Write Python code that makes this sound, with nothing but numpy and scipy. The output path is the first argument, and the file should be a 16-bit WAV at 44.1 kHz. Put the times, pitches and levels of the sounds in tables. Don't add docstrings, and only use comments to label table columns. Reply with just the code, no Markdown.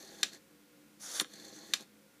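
import sys
import numpy as np
from scipy import signal
from scipy.fft import rfft, irfft
from scipy.io import wavfile
from scipy.ndimage import uniform_filter1d

SR = 44100
rng = np.random.default_rng(int(sys.argv[2]) if len(sys.argv) > 2 else 0)


def natural_amplitude(level_db):
    exponent = np.asarray(level_db, float) / 20
    return 10 ** exponent


def unload_wav(signal):
    wavfile.write(
        sys.argv[1],
        SR,
        np.round(np.clip(np.atleast_2d(signal).T, -1, 1) * 32767).astype(np.int16),
    )


N = 97020

# start in seconds, level in dB.
SNAPS = [
    (.2302, -16),
    (1.7357, -16.5),
]
# delay in seconds, level in dB, contact time in seconds.
SNAP_BOUNCES = [
    (0, -10.5, 0.00018),
    (.0011, -3.5, 0.00012),
    (.0019, -5.5, 0.000063),
    (.0027, -8.5, .00006),
    (.0037, -11, .00008),
    (.0053, -9, .00012),
]
# start in seconds, level in dB, rise in seconds, fall in seconds.
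STOP_HITS = [
    (1.1974, -22.5, 0.002337, .002),
    (1.2077, -32.5, 0.0014, .0012),
    (1.2221, -51, .001, 0.0033),
    (1.2452, -42.5, .0004, 0.000584),
]
# first contact time in seconds, last contact time in seconds.
STOP_CONTACTS = [(0.000036, 0.00014), (0.000021, 0.000028), (.0001, 0.00024), (0.00036, .00013)]
# frequency in Hz, level in dB.
PLATE_MODES = [(1330, -12), (1710, -8.5), (2100, -11), (2450, -15), (3300, -7), (3700, -4.5), (4250, 0),
               (5000, -11), (5800, -2), (7000, -2), (8500, -10), (9600, -11.5), (11500, -13.5),
               (13500, -14)]
# start in seconds, level in dB, rattle rise and fall in seconds.
TICKS = [(0.024, -48.5, .005), (.046, -48, .005), (.073, -50, .005), (.184, -50, .005), (0.208, -49, .004),
         (0.3312, -43.5, .003), (.344, -48, .004), (0.36, -64, .004), (1.333, -44, .005),
         (1.354, -48, .004), (1.397, -47.5, .002), (1.445, -44.5, .006), (1.483, -48, .002),
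         (1.557, -45, .007), (1.586, -48, .003), (1.8064, -44, .002), (1.814, -58, .001),
         (1.823, -54, .0012), (1.83, -63, .001)]
# start in seconds, level in dB, contact time in seconds.
KNOCKS = [
    (.232, -44.5, 0.0002),
    (.335, -82, 0.002),
    (1.199, -53.5, 0.0017),
    (1.2165, -45, 0.0015),
    (1.247, -53, 0.0002),
    (1.738, -49.5, 0.00039),
]
# frequency in Hz, level in dB, T60 in seconds.
TABLE_MODES = [(164, -20, 0.035), (262.4, -10, 0.19), (327.6, 0.5, 0.059), (405.7, 5, 0.032),
               (520, 0.5, 0.045), (641, -1, 0.034), (788, -1.5, 0.042), (1062, -5.5, 0.029)]
# time in seconds, level in dB.
WIND_EFFORT = [(.975, -97.5), (1.001, -56.5), (1.033, -47.5), (1.135, -45), (1.157, -39.5), (1.179, -38.5),
               (1.192, -40.5), (1.215, -34.5), (1.248, -92)]
# frequency in Hz, width in Hz, level in dB.
WIND_BODY = [(573, 364, -7.5), (1307, 280, -13.5), (2010, 150, -15.5), (3610, 370, -3), (4480, 466, -1),
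             (6050, 894, 3), (6880, 590, -3.5), (9700, 1200, 1.5), (11100, 1300, -12), (14300, 580, -15)]
# start in seconds, end in seconds, level in dB, attack in seconds, release in seconds.
SPINS = [
    (-.05, 0.264, -56.5, 0.044, 0.03),
    (0.312, 0.366, -57.5, 0.018, 0.0099),
    (1.26, 1.823, -56.5, 0.092, 0.016),
]
# frequency in Hz, width in Hz, level in dB.
RETURN_BODY = [(1765, 260, 5.5), (2055, 430, 0), (3600, 280, 6), (4317, 350, 11.5), (5200, 970, -3),
               (6250, 700, 9.5), (7000, 1500, 5.5), (9600, 1290, 1.5), (11300, 1870, 2)]
# frequency in Hz, width in Hz, level in dB.
SHIVER_BODY = [(1730, 700, -7), (2700, 560, -5), (3833, 670, -0.5), (5530, 1400, -3.5), (6960, 1000, -5.5),
               (9500, 2500, -12)]
# frequency in Hz, density in dB per Hz.
AIR_SPECTRUM = [(25, -33.5), (100, -39.5), (150, 4.5), (330, 2.5), (600, -8.5), (2200, -8.5), (3000, -11.5),
                (15800, -16.5)]
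# frequency in Hz, width in Hz, level in dB.
DRONES = [(67.5, 13, -85.5), (118.5, 6.6, -83.5), (167.6, 16, -90), (207.1, 5.7, -70.5), (296, 9.7, -69.5),
          (486, 13.5, -75), (538, 7.6, -76.5), (1418, 31, -80.5)]

PLATE_LOW_HZ, PLATE_T60_S, PLATE_T60_SLOPE = 1194, .009, -.7
SNAP_CHATTER_DB, TICK_CONTACT_S = -14, .00008
TEETH_PER_S, TEETH_SCATTER_DB, WHIRR_FLICKER_DB, BAND_FLICKER_DB = 9000, 2, 2.5, 1.5
DRAG_DB_PER_DB, DRAG_DB, DRAG_HZ = 1.4, 7, 1460
GOVERNOR_DB, GOVERNOR_HZ, GOVERNOR_DEPTH = -2, 36, 0.34
SHIVER_DB, SHIVER_DELAY_S, SHIVER_T60_S = -20.5, .003, 0.16
CASE_T60_S, CASE_DB = 0.093, -17
ROOM_T60_S, ROOM_DB, ECHO_TOP_HZ, ECHO_GAP_S = 0.26, -21, 7460, .004
AIR_DB = -64.5
MIC_LOW_HZ, MIC_TOP_HZ = 162, 15200


def level(x, db):
    return x * natural_amplitude(db) / np.sqrt(np.mean(x ** 2))


def high(x, hz):
    return signal.sosfilt(signal.butter(4, hz, "high", fs=SR, output="sos"), x)


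def band(x, hz, width_hz):
    b, a = signal.iirpeak(hz, hz / max(width_hz, 1), fs=SR)
    return signal.lfilter(b, a, x)


def ring(force, modes):
    out = np.zeros(N)
    for hz, db, t60_s in modes:
        pole = np.exp(2j * np.pi * hz / SR - np.log(1000) / (t60_s * SR))
        out += natural_amplitude(db) * signal.lfilter([1], [1, -pole], force).imag
    return out


def walk(rate_hz):
    k = int(SR / rate_hz)
    held = np.repeat(rng.standard_normal(N // k + 1), k)
    return 0.98 * uniform_filter1d(uniform_filter1d(held, k), k)[:N]


def blows(rows, loose=False):
    force, n = np.zeros(N), np.arange(-64, 65)
    signs = rng.choice([-1, 1], size=len(rows)) if loose else np.ones(len(rows))
    for (start_s, db, contact_s), sign in zip(rows, signs):
        at = start_s * SR
        width = max(contact_s * SR / 3, .45)
        u = (n - at % 1) / width
        force[int(at) + n] -= sign * natural_amplitude(db) * u * np.exp(-.5 * u ** 2) / width
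    return force


def chatter(start_s, db, rise_s, fall_s, first_s, last_s, count=16):
    r = rng.random((count, 2))
    at = (np.arange(count) + r[:, 0] - r[0, 0]) / count
    delay_s = at * (rise_s + 2 * fall_s)
    rising = .35 + 0.7 * delay_s / rise_s
    falling = np.exp(-(delay_s - rise_s) / fall_s)
    gain = np.where(delay_s < rise_s, rising, falling) * (0.38 * r[:, 1] + 0.34)
    contact_s = first_s * (last_s / first_s) ** np.sin(np.pi / 2 * np.minimum(at * 1.96, 1))
    return list(zip(start_s + delay_s, db + 20 * np.log10(gain), contact_s))


def teeth():
    hit = rng.random(N) < TEETH_PER_S / SR
    size = natural_amplitude(TEETH_SCATTER_DB * rng.exponential(size=N)) * rng.standard_normal(N)
    return hit * size * natural_amplitude(WHIRR_FLICKER_DB * walk(60.44))


def gears(body):
    shared = teeth()
    total = np.zeros(N)
    for hz, width_hz, db in body:
        contacts = teeth() + 0.88 * shared
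        scrape = band(band(contacts, hz, 1.95 * width_hz), hz, 1.95 * width_hz)
        total += level(scrape * natural_amplitude(BAND_FLICKER_DB * walk(25)), db)
    return level(total, 0)


def plate(force):
    modes = [(hz, db, PLATE_T60_S * (hz / 3700) ** PLATE_T60_SLOPE) for hz, db in PLATE_MODES]
    return high(high(ring(force, modes), PLATE_LOW_HZ), PLATE_LOW_HZ)


def spring_snaps():
    bounces, loose = [], []
    for start_s, db in SNAPS:
        bounces += [(start_s + delay_s, db + rel_db, c) for delay_s, rel_db, c in SNAP_BOUNCES]
        loose += chatter(start_s, db + SNAP_CHATTER_DB, .0024, .002, 0.00034, .00006)
    return plate(blows(bounces) + blows(loose, loose=True))


def stop_hits():
    rows = []
    for hit, contacts_s in zip(STOP_HITS, STOP_CONTACTS):
        rows += chatter(*hit, *contacts_s, count=24)
    return plate(blows(rows, loose=True))


def winding(t):
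    time_s, db = np.array(WIND_EFFORT).T
    effort_db = np.interp(t, time_s, db, left=-120, right=-120)
    rasp = gears(WIND_BODY)
    drag = level(band(teeth(), DRAG_HZ, 530), DRAG_DB)
    return rasp * natural_amplitude(effort_db) + drag * natural_amplitude(DRAG_DB_PER_DB * effort_db)


def returning(t):
    env = np.zeros(N)
    for start_s, end_s, db, attack_s, release_s in SPINS:
        attack = np.clip((t - start_s) / attack_s, 0, 1)
        env += natural_amplitude(db) * attack * np.exp(-np.maximum(t - end_s, 0) / release_s)
    phase = 2 * np.pi * np.cumsum(GOVERNOR_HZ * (1 + 0.027 * walk(11))) / SR
    turn = 1 + GOVERNOR_DEPTH * np.sin(phase)
    rumble = level(ring(teeth() * turn, TABLE_MODES), GOVERNOR_DB)
    return env * (gears(RETURN_BODY) + rumble)


def cam_ticks():
    rows = []
    for start_s, db, rattle_s in TICKS:
        rows += chatter(start_s, db, rattle_s, rattle_s, TICK_CONTACT_S, TICK_CONTACT_S, count=24)
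    force = blows(rows, loose=True)
    return sum(natural_amplitude(db) * band(force, hz, w) * np.sqrt(4000 / w) for hz, w, db in RETURN_BODY)


def table_knocks():
    return ring(blows(KNOCKS), TABLE_MODES)


def shiver(t):
    env = np.zeros(N)
    for start_s, db in SNAPS:
        onset = np.clip((t - start_s) / SHIVER_DELAY_S, 0, 1) ** 2
        env += onset * natural_amplitude(db + SHIVER_DB - 60 * np.maximum(t - start_s, 0) / SHIVER_T60_S)
    return env * gears(SHIVER_BODY)


def tail(t60_s, db):
    lag_s = np.arange(SR // 2) / SR
    echo = rng.standard_normal(len(lag_s)) * natural_amplitude(-60 * lag_s / t60_s) * (lag_s > ECHO_GAP_S)
    echo = signal.lfilter(*signal.butter(1, ECHO_TOP_HZ, fs=SR), echo)
    return echo * natural_amplitude(db) / np.sqrt(np.sum(echo ** 2))


def echoes(dial):
    response = tail(ROOM_T60_S, ROOM_DB) + tail(CASE_T60_S, CASE_DB)
    return signal.fftconvolve(dial, response)[:N]


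def background():
    hz, db = np.array(AIR_SPECTRUM).T
    f = np.maximum(np.arange(N // 2 + 1) * SR / N, 1)
    gain = natural_amplitude(np.interp(np.log(f), np.log(hz), db))
    out = level(irfft(rfft(rng.standard_normal(N)) * gain, N), AIR_DB)
    for drone_hz, width_hz, drone_db in DRONES:
        hum = band(band(rng.standard_normal(N), drone_hz, width_hz), drone_hz, width_hz)
        out += level(hum, drone_db)
    return out


def scene():
    t = np.arange(N) / SR
    dial = spring_snaps() + stop_hits() + winding(t) + returning(t)
    dial += cam_ticks() + table_knocks() + shiver(t)
    dial = high(dial, MIC_LOW_HZ)
    return (dial + echoes(dial) + background())[None]


def low_pass(x):
    return signal.sosfilt(signal.butter(12, 15990, fs=SR, output="sos"), x)


def record(dry):
    cut = signal.sosfilt(signal.ellip(8, .2, 60, MIC_TOP_HZ, fs=SR, output="sos"), dry)
    return low_pass(cut)


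dry = scene()
out = record(dry)
unload_wav(out)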